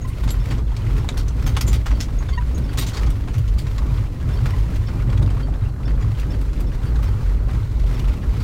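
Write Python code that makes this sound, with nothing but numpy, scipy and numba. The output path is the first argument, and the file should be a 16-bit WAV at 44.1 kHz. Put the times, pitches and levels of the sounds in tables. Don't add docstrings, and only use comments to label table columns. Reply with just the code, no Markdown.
import sys
import numpy as np
from scipy import signal
from scipy.fft import rfft, irfft
from scipy.io import wavfile
from scipy.ndimage import uniform_filter1d
from numba import njit

SR = 44100
rng = np.random.default_rng(int(sys.argv[2]) if len(sys.argv) > 2 else 0)


def inscribe(sig):
    pcm = np.round(np.clip(np.atleast_2d(sig).T, -1, 1) * 32767)
    wavfile.write(sys.argv[1], SR, pcm.astype(np.int16))


N = 371763

# start_s, level_db
BOOM_LEVEL = [(0.0, -26), (0.09, -14), (0.19, -34), (0.23, -18.5), (0.63, -22), (0.98, -18.5), (1.08, -50),
              (1.15, -19), (1.36, -17), (1.38, -20), (1.48, -17), (1.95, -14.5), (2.02, -27), (2.04, -45),
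              (2.09, -21.5), (2.37, -16.5), (2.46, -25), (2.63, -18.5), (2.67, -34), (2.82, -14.5),
              (2.96, -36), (2.98, -16.5), (3.12, -16), (3.15, -32), (3.4, -21), (3.43, -19), (3.57, -16),
              (3.59, -45), (3.85, -13), (4.01, -26), (4.06, -21), (4.15, -27), (4.51, -26), (4.58, -15.5),
              (4.65, -20.5), (5.56, -19), (5.61, -28), (5.8, -30), (5.99, -12.5), (6.03, -30), (6.1, -24),
              (6.13, -25.5), (6.32, -20.5), (6.62, -16), (6.69, -27), (6.78, -15), (6.86, -35),
              (6.9, -17.5), (7.16, -21), (7.21, -40), (7.25, -18), (7.58, -19.5), (7.65, -36),
              (7.82, -15.5), (7.96, -23), (8.1, -12.5), (8.17, -38), (8.29, -9.5), (8.36, -27),
              (8.43, -14.5)]
# start_s, pitch_hz
BOOM_TUNING = [(0.0, 49.02), (0.98, 48.4), (1.2, 55.88), (1.55, 46.62), (1.76, 55.7), (2.02, 47.05),
               (2.32, 45.74), (2.44, 57.35), (2.89, 60.1), (3.59, 50.68), (4.84, 47.26), (5.35, 50),
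               (6.55, 46.77), (6.9, 55.44), (7.18, 48.82), (8.43, 47.4)]
BOOM_WAVER_DB = -0.1
# frequency_hz, density_db (per Hz)
SWAY_SHAPE = [(16, -0.5), (25, -13.5), (33, -4), (40, 2.5), (70, 0.5)]
SWAY_DB = -25
# start_s, floor_peak_db, body_rms_db
WHEEL_BUMPS = [(0.252, -18, -30), (0.463, -20, -30), (0.815, -14, -29), (0.909, -19.5, -57),
               (1.099, -38, -29), (1.431, -11.5, -26), (1.625, -14.5, -30.5), (1.897, -23, -24.5),
               (2.372, -30, -32), (2.573, -28, -38), (2.777, -26, -25), (3.04, -17, -28.5),
               (3.35, -10, -46), (3.637, -18, -37), (3.829, -36, -30), (3.912, -14.5, -55),
               (4.235, -16.5, -30.5), (4.421, -8.5, -54), (4.781, -14.5, -47), (5.068, -9.5, -31),
               (5.2, -12.5, -28.5), (5.349, -22, -49), (5.601, -15.5, -50), (6.036, -14.5, -35),
               (6.255, -31, -28.5), (6.809, -39, -28.5), (6.913, -35, -41), (7.07, -12, -36),
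               (7.527, -11.5, -35), (7.831, -24, -49), (7.997, -32, -30.5), (8.37, -12, -36)]
THUMP_RISE_S, THUMP_T60_S = 0.008, 0.7
# frequency_hz, width_hz, weight_db
PANEL_MODES = [(90.4, 30, -0.5), (107.6, 31, 2), (130.9, 25.8, -3)]
DRUM_DB, DRUM_PER_CRUNCH_DB = -27.5, 0.84
# frequency_hz, density_db (per Hz)
RUMBLE_SHAPE = [(25, 6), (70, -6.5), (140, 2.5), (190, -4), (270, -4.5), (400, -15.5), (600, -19.5),
                (900, -30)]
RUMBLE_DB, RUMBLE_PER_CRUNCH_DB = -32, 0.05
# start_s, crunch_db, hiss_db
SNOW_LOAD = [(0, -47, -52.5), (.37, -43, -45.5), (.65, -45.5, -53.5), (.91, -41, -46.5),
             (1.2, -43.5, -51.5), (1.55, -41.5, -45.5), (1.9, -47, -49.5), (2.6, -43.5, -49.5),
             (2.96, -41, -48.5), (3.22, -49.5, -54), (3.5, -44.5, -48), (3.93, -39.5, -46.5),
             (4.12, -48.5, -54), (4.46, -39, -46), (4.75, -44, -47.5), (5.23, -40, -51), (5.42, -43, -49.5),
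             (5.53, -45, -59.5), (5.65, -43, -51.5), (5.75, -48, -59), (5.88, -41.5, -56), (6.06, -42, -49),
             (6.6, -46.5, -53), (6.9, -41, -51), (7.17, -42.5, -50.5), (7.27, -41, -46.5),
             (7.4, -44.5, -55.5), (7.56, -41.5, -48.5), (7.7, -48.5, -53.5), (7.85, -42.5, -48.5),
             (8.1, -42, -48.5), (8.2, -46, -51), (8.43, -42, -47)]
USUAL_CRUNCH_DB = -43
# frequency_hz, density_db (per Hz)
CRUNCH_SHAPE = [(400, 13.5), (700, -0.5), (1000, 4.5), (1400, 2), (2000, -9.5), (3000, -36), (4500, -29)]
# frequency_hz, density_db (per Hz)
HISS_SHAPE = [(2000, 5), (3300, -1), (4600, -3), (6500, -7.5), (8000, -10), (10400, -13.5), (12000, -13),
              (15500, -15)]
LUMPS_DB, PINGS_DB = -6, -11
# start_s, peak_db, thud_db (re peak), sizzle_db (re peak), strongest_ring_hz, scrape_s
KNOCKS = [(0.072, -35.5, -20, 0, 8800, 0.02), (0.232, -28.5, 4, -8, 3550, 0.012),
          (0.276, -22.5, -1.5, -29, 3660, 0.004), (0.288, -26, -3, -29, 4430, 0.0057),
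          (0.305, -18, -18, -10, 7500, 0.0016), (0.341, -37, 10, -25, 2400, 0.006),
          (0.504, -24.5, 2.5, -14, 2380, 0.019), (0.5805, -33, 6, -22, 3280, 0.0035),
          (0.765, -21.5, -10, -26, 4460, 0.0021), (0.993, -46, 16, -23, 2370, 0.0059),
          (1.089, -17.5, -1, -31, 4030, 0.00089), (1.17, -20, -6.5, -11, 4420, 0.02),
          (1.28, -24.5, -25, -30, 6100, 0.0043), (1.459, -22, -1.5, -9, 6300, 0.021),
          (1.566, -13.5, -2, -20, 3300, 0.004), (1.584, -34, 3, -22, 2050, .005),
          (1.6096, -9.5, -11, -11, 5100, 0.0028), (1.611, -26.5, 2, -22, 2170, .008),
          (1.673, -21, -5, -8, 6600, 0.012), (1.727, -11.5, -10, -13, 2320, 0.008),
          (1.739, -21, -9, -9, 3700, 0.01), (1.858, -22.5, 4.5, -19, 2860, 0.011),
          (1.905, -26, 7.5, -27, 2700, 0.0093), (1.98, -41, -15, -25, 4000, .002),
          (1.998, -32, 4, -25, 2500, 0.0071), (2.0018, -16.5, -13, -17, 5300, 0.012),
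          (2.022, -24.5, -14, -12, 5600, 0.013), (2.083, -40, 10, -22, 1700, 0.0041),
          (2.223, -43, 16, -20, 2480, 0.0036), (2.2845, -30.5, 5, -29, 3442, 0.012),
          (2.5, -54, 2, -22, 3450, 0.0053), (2.578, -29, -10, -7, 3480, 0.0044),
          (2.729, -29, 1, -8, 3150, 0.0092), (2.7735, -14.5, -7.5, -9, 7040, 0.0079),
          (2.783, -13.5, -12, -8, 3830, 0.011), (2.808, -16, -11, -11, 3880, 0.017),
          (2.829, -27, -8, -12, 4370, 0.0067), (2.863, -20.5, -14, -13, 6400, 0.012),
          (2.875, -21.5, -19, -15, 3160, 0.017), (2.914, -36, 4, -22, 1597, 0.013),
          (2.93, -21, -5, -26, 4270, 0.021), (2.965, -21.5, -2, -27, 4370, 0.011),
          (3.03, -26, 8, -23, 3710, 0.0027), (3.047, -42, 6, -25, 2000, 0.0059),
          (3.0615, -29, -11, -23, 4530, 0.0035), (3.069, -29, 5.5, -20, 3200, 0.0065),
          (3.101, -28, -3, -3, 8520, .003), (3.273, -35, 9, -26, 2936, 0.015),
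          (3.332, -30.5, -1, -14, 2550, 0.02), (3.381, -25, -3.5, -9, 2780, 0.0038),
          (3.477, -27, -14, -25, 3160, 0.0043), (3.5813, -25, -27, -8, 4495, 0.018),
          (3.6673, -30.5, 5, -15, 3830, 0.003), (3.781, -21.5, 1.5, -29, 3960, 0.0012),
          (4.291, -50, 13, -25, 2545, 0.023), (4.457, -30.5, 9.5, -8, 3540, 0.0026),
          (4.721, -41, 11, -25, 3000, 0.0063), (4.741, -37, -11, -13, 6300, 0.0059),
          (4.882, -39.5, 14.5, -25, 2600, 0.0097), (5.099, -32.5, 2, -27, 3350, 0.0068),
          (5.127, -42.5, 18, -25, 2300, 0.0081), (5.175, -30, 3, -22, 3400, .005),
          (5.223, -28, 1, -8, 3610, 0.005), (5.26, -33, 0, -24, 3620, .004),
          (5.301, -31, -2, -23, 3130, 0.0063), (5.3977, -44, 17.5, -24, 2506, 0.0057),
          (5.498, -42, -12, -26, 3980, 0.0053), (5.6464, -45, 5, -24, 2730, .007),
          (5.8757, -43, 17, -22, 2570, 0.0046), (6.004, -38.5, 8, -22, 2390, 0.025),
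          (6.196, -25.5, -26, -10, 2640, 0.0059), (6.41, -31.5, -2, -5.5, 2500, 0.007),
          (6.5293, -31, -3, -22, 2712, 0.0059), (6.602, -35, -13, 2, 2530, 0.0058),
          (6.65, -53, -14, -24, 5380, 0.006), (6.826, -38, 1, -6, 2766, 0.056),
          (6.953, -32, 1, -14, 3820, .012), (7.027, -29, 5, -5, 3830, 0.0054),
          (7.487, -46, 16.5, -23, 2309, 0.008), (7.544, -35, 1, -26, 3200, 0.0075),
          (7.794, -31, -5, -26, 4126, 0.005), (7.903, -53, 5, -26, 2300, 0.0068),
          (7.9937, -27, -4, -9, 3013, 0.0025), (8.08, -29, -14, -11, 2514, 0.0082),
          (8.1673, -37, -14, -5, 2657, 0.0052), (8.23, -40, 12, -26, 2204, .006),
          (8.398, -29.5, 2, -20, 4633, 0.011)]
# frequency_hz, width_hz
METAL_MODES = [(1200, 150), (1500, 120), (2150, 200), (3300, 200), (3860, 350), (4450, 150), (5100, 250),
               (5800, 150), (6100, 120), (6500, 110), (7100, 120), (8800, 200), (11800, 2000),
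               (14000, 1500)]
CLATTER_T60_S, T60_PER_SCRAPE = 0.045, 4.3
GEAR_RING = 0.42
FAINT_DB, FAINT_SPREAD_DB, FAINT_SCRAPE_S = -44, 3, 0.008
# start_s, peak_db, link (row of LINK_TONES)
LINK_HITS = [(.0149, -44, 2), (.307, -40, 6), (.3995, -47, 0), (.5013, -44, 1), (.9951, -50, 0),
             (1.439, -46, 0), (1.666, -36, 3), (1.678, -30, 3), (1.7594, -48, 1), (1.949, -47, 1),
             (2.1854, -44.5, 2), (2.2937, -51, 2), (2.3281, -38, 1), (2.5466, -40, 2), (2.6359, -50, 0),
             (2.6843, -44, 1), (3.1053, -54, 0), (4.293, -42, 5), (4.328, -48, 0), (4.369, -44, 1),
             (4.866, -49, 0), (4.872, -47, 1), (4.882, -43, 5), (5.4286, -45, 1), (5.652, -45, 4),
             (5.8546, -46, 0), (5.877, -48, 1), (6.19, -45, 4), (6.3031, -47, 0), (6.331, -49, 1),
             (6.8638, -49, 1), (7.0554, -50, 0), (6.666, -52, 0), (7.078, -50, 1), (7.9478, -49, 0),
             (7.9603, -51, 1)]
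# main_hz, partner_hz, partner_db (re main)
LINK_TONES = [(5340, 3520, -2.5), (4550, 3170, -1), (6570, 2800, -13), (7180, 6100, -18), (2720, 2900, -17),
              (1470, 1300, -8), (7400, 11600, 1)]
CLINK_T60_S, CLINK_RISE_S = 0.1, 0.002
CLINK_WOBBLE_RAD, CLINK_TICK = 0.13, 0.35
# start_s, slip_rate_hz, length_s, level_db, overtones_db (added to all but the fundamental)
STICK_SLIPS = [(0.046, 989, 0.015, -32, -13), (0.097, 1045, 0.012, -42, -6), (2.32, 1053, 0.032, -35, -9),
               (2.3747, 933, 0.018, -21.5, -9), (4.533, 989, 0.013, -31.5, -8)]
HARMONIC_WEIGHTS = [-11, 5.5, -6.5, -16, -33, -24, -18]
# start_s, starting_pitch_hz, level_db
RUBS = [(2.283, 3750, -39), (7.99, 3205, -43), (8.08, 2950, -43), (8.163, 2850, -48)]
SQUEAL_S, SQUEAL_FALL = 0.022, 0.12
# frequency_hz, density_db (per Hz)
AIR_SHAPE = [(880, -26), (1500, -40), (3250, -35), (4080, -0.5), (4780, -13), (6690, -10), (16000, -18)]
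AIR_DB = -61
TOP_HZ, DRIVE = 15950, 1.7


def undb(db):
    return 10 ** (np.asarray(db) / 20)


def unit(x):
    return x / np.sqrt(np.mean(x ** 2))


def noise():
    return rng.standard_normal(N)


def held_noise(count, hold):
    return rng.standard_normal(count // hold + 1).repeat(hold)[:count]


def curves(table):
    s, *columns = np.transpose(table)
    return [np.interp(np.arange(N) / SR, s, c) for c in columns]


def add(out, s, x):
    i = int(s * SR)
    out[i:i + len(x)] += x[:N - i]


@njit
def svf(x, hz, width):
    y, b, l = np.empty(len(x)), 0., 0.
    for i in range(len(x)):
        g, k = np.tan(np.pi * hz[i] / SR), width / hz[i]
        v = (b + g * (x[i] - l)) / (1 + g * (g + k))
        b, l, y[i] = 2 * v - b, l + 2 * g * v, k * v
    return y


def band(x, hz, width_hz):
    centre = np.full(len(x), 1.) * hz
    once = svf(x, centre, 1. * width_hz)
    return svf(once, centre, 1. 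* width_hz)


def walk(rate):
    k = int(SR / rate)
    steps = np.repeat(rng.standard_normal(N // 200), k)[:N]
    return unit(uniform_filter1d(uniform_filter1d(steps, k), k))


def colour(x, shape):
    hz, db = np.transpose(shape)
    f = np.log(np.arange(1, N // 2 + 2) * SR / N)
    below = np.minimum(f - np.log(hz[0]), 0)
    above = np.minimum(np.log(hz[-1]) - f, 0)
    gain = undb(np.interp(f, np.log(hz), db) + 40 * (below + above))
    return unit(irfft(rfft(x) * gain, N))


def grains(rate, spread_db, tail_s):
    chance = rng.random((2, N))
    size_db = np.minimum(-spread_db * np.log(1 - chance[1]), 0.79 * spread_db)
    kicks = (chance[0] < rate / SR) * undb(size_db)
    gate = signal.lfilter([1], [1, -np.exp(-1 / (tail_s * SR))], kicks)
    return unit(gate) * noise()


def boom():
    (hz,), (db,) = curves(BOOM_TUNING), curves(BOOM_LEVEL)
    phase = np.cumsum(hz * (1 + 0.0786 * walk(25))) / SR
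    firing = undb(0.35 * walk(29)) * np.sin(2 * np.pi * phase)
    bumps = unit(band(noise(), hz, 24.5))
    return undb(db + BOOM_WAVER_DB * walk(18)) * unit(firing + 0.54 * bumps)


def sway():
    return undb(SWAY_DB) * colour(noise(), SWAY_SHAPE)


def thumps():
    floor, body, t = np.zeros(N), np.zeros(N), np.arange(SR // 2) / SR
    fade = (1 - np.exp(-t / THUMP_RISE_S)) * undb(-60 * t / THUMP_T60_S)
    fade /= fade.max()
    for s, thump_db, jolt_db in WHEEL_BUMPS:
        add(floor, s, undb(thump_db) * 0.5 * fade)
        add(body, s, undb(jolt_db) * fade)
    return floor, body


def floor_drumming(deeper_db, thump):
    bumps, drum = noise(), np.zeros(N)
    for k, (hz, width_hz, db) in enumerate(PANEL_MODES):
        drum += (-1) ** k * undb(db) * band(bumps, hz, width_hz)
    gain = np.hypot(undb(DRUM_DB + DRUM_PER_CRUNCH_DB * deeper_db), thump)
    return gain * unit(drum)


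def body_rumble(deeper_db, jolt):
    rumble = colour(noise(), RUMBLE_SHAPE) * undb(2.2 * walk(12))
    return np.hypot(undb(RUMBLE_DB + RUMBLE_PER_CRUNCH_DB * deeper_db), jolt) * rumble


def snow(crunch_db, hiss_db):
    jolt = undb(1.5 * walk(16))
    breaking = grains(60, 4.5, 0.008)
    coarse = noise() + 0.52 * breaking + 0.5 * grains(40, 1.7, 0.023)
    fine = noise() + 0.69 * breaking + 0.19 * grains(28, 2.7, 0.0042)
    crunch = undb(crunch_db) * colour(jolt * coarse, CRUNCH_SHAPE)
    hiss = undb(hiss_db) * colour(jolt * fine, HISS_SHAPE)
    return crunch + hiss + undb(crunch_db + LUMPS_DB) * lumps()


def lumps(count=520):
    out, t = np.zeros(N), np.arange(SR // 16) / SR
    for when, pitch, size, length in rng.random((count, 4)):
        hz, life_s = 750 * 5 ** pitch, 0.004 + 0.009 * length
        puff = unit(svf(rng.standard_normal(len(t)), hz + 0 * t, 0.17 * hz))
        fade = np.minimum(t / 0.0016, 1) * np.exp(-t / life_s)
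        add(out, when * N / SR, undb(9.6 * size - 9 * pitch) * fade * puff)
    return unit(out)


def running_gear():
    crunch_db, hiss_db = curves(SNOW_LOAD)
    deeper_db = crunch_db - USUAL_CRUNCH_DB
    thump, jolt = thumps()
    drumming = floor_drumming(deeper_db, thump)
    rumble = body_rumble(deeper_db, jolt)
    return drumming + rumble + snow(crunch_db, hiss_db) + undb(crunch_db + PINGS_DB) * pings()


def faint_knocks(count=22):
    rows = rng.random((count, 5))
    return [(when * N / SR, FAINT_DB + FAINT_SPREAD_DB * (2 * size - 1), 16 * thud - 9, 14 * sizzle - 25,
             2400 * 1.6 ** pitch, FAINT_SCRAPE_S) for when, size, thud, sizzle, pitch in rows]


def gear_ring(contacts, high_gain):
    count = len(METAL_MODES)
    woken = undb(-12 * rng.random(count))
    detune = 1 + 0.06 * (2 * rng.random(count) - 1)
    ring = np.zeros(len(contacts))
    for amount, shift, (hz, width_hz) in zip(woken, detune, METAL_MODES):
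        if hz > 8000:
            amount = amount * high_gain
        centre = np.full(len(contacts), 1. * shift * hz)
        ring += amount * unit(svf(contacts, centre, 1. * width_hz))
    return ring


def clatter():
    out, t = np.zeros(N), np.arange(SR // 6) / SR
    crack = 1 + 2.8 * np.exp(-t / 0.001)
    for s, db, thud_db, sizzle_db, ring_hz, scrape_s in KNOCKS + faint_knocks():
        low, contacts, tuned, top = rng.standard_normal((4, len(t)))
        contacts *= 0.5 + rng.exponential(size=len(t))
        thud = undb(thud_db + 7.5) * unit(band(low, 1036, 1600))
        rattle = unit(band(contacts, 3070, 4550))
        rattle += 0.9 * unit(band(tuned, ring_hz, 0.16 * ring_hz))
        sizzle = undb(sizzle_db + 2.5) * unit(band(top, 9000, 8900))
        ring = gear_ring(contacts, undb(sizzle_db + 11))
        rise = 1 - np.exp(-t / (0.3 * scrape_s))
        t60_s = max(CLATTER_T60_S + T60_PER_SCRAPE * scrape_s, 0.02)
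        decay = undb(-60 * np.maximum(t - 0.61 * scrape_s, 0) / t60_s)
        flutter = undb(2.8 * held_noise(len(t), 90))
        knock = thud + crack * (rattle + sizzle) + GEAR_RING * ring
        add(out, s, undb(db - 18.5) * rise * decay * flutter * knock)
    return out


def clinks():
    out, t = np.zeros(N), np.arange(SR // 5) / SR
    fade = (1 - np.exp(-t / CLINK_RISE_S)) * undb(-60 * t / CLINK_T60_S)
    for s, db, link in LINK_HITS:
        main_hz, partner_hz, partner_db = LINK_TONES[round(link)]
        rough = 1 + 0.5 * held_noise(len(t), 90)
        steps = np.cumsum(rng.standard_normal((2, len(t) // 40 + 1)), axis=1)
        wobble = CLINK_WOBBLE_RAD * steps.repeat(40, axis=1)[:, :len(t)]
        main = np.sin(2 * np.pi * main_hz * t + wobble[0])
        partner = undb(partner_db) * np.sin(2 * np.pi * partner_hz * t + wobble[1])
        tick = np.exp(-t / 0.005) * unit(band(rng.standard_normal(len(t)), main_hz, 1500))
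        add(out, s, undb(db) * fade / fade.max() * rough * (main + partner + CLINK_TICK * tick))
    return out


def squeaks():
    out, t = np.zeros(N), np.arange(SR // 8) / SR
    for s, hz, length_s, db, over_db in STICK_SLIPS:
        phase = 2 * np.pi * hz * t
        swell = np.sin(np.pi * np.clip(t / length_s, 0, 1))
        rub = swell * undb(1.2 * held_noise(len(t), 100))
        stack = np.zeros(len(t))
        for k, weight_db in enumerate(HARMONIC_WEIGHTS):
            stack += undb(weight_db + over_db * (k > 0)) * np.sin((k + 1) * phase)
        fade = np.minimum(2 * t / length_s, 1) * undb(-60 * t / 0.11)
        ring = 1.5 * fade * np.sin(1.045 * phase)
        add(out, s, undb(db) * (rub * stack + ring))
    return out


def squeals():
    out, t = np.zeros(N), np.arange(int(SQUEAL_S * SR)) / SR
    for s, hz, db in RUBS:
        phase = 2 * np.pi * hz * (t - SQUEAL_FALL * t ** 2 / (2 * SQUEAL_S))
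        rough = 1 + 0.4 * held_noise(len(t), 60)
        add(out, s, undb(db) * np.sin(np.pi * t / SQUEAL_S) * rough * np.sin(phase))
    return out


def pings(count=500):
    out, t = np.zeros(N), np.arange(SR // 20) / SR
    fade = (1 - np.exp(-t / 0.002)) * undb(-60 * t / 0.045)
    for when, pitch, size in rng.random((count, 3)):
        hz = 500 * 12 ** pitch
        add(out, when * N / SR, undb(13 * size - 17 * pitch) * fade * np.sin(2 * np.pi * hz * t))
    return unit(out)


def air():
    return undb(AIR_DB) * colour(noise(), AIR_SHAPE)


def cab_echo(near):
    t = np.arange(SR // 5) / SR
    cab = rng.standard_normal(len(t)) * undb(-60 * t / 0.079) * (t > 0.002)
    return signal.fftconvolve(near, cab / np.sqrt(np.sum(cab ** 2)))[:N]


def scene():
    near = clatter() + clinks() + squeals()
    steady = boom() + sway() + running_gear() + air()
    return (steady + squeaks() + near + undb(-5) * cab_echo(near))[None]


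def record(dry):
    rounded = np.tanh(DRIVE * dry) / DRIVE
    top_cut = signal.ellip(10, 0.2, 80, TOP_HZ, fs=SR, output="sos")
    return signal.sosfilt(top_cut, rounded)


dry = scene()
out = record(dry)
inscribe(out)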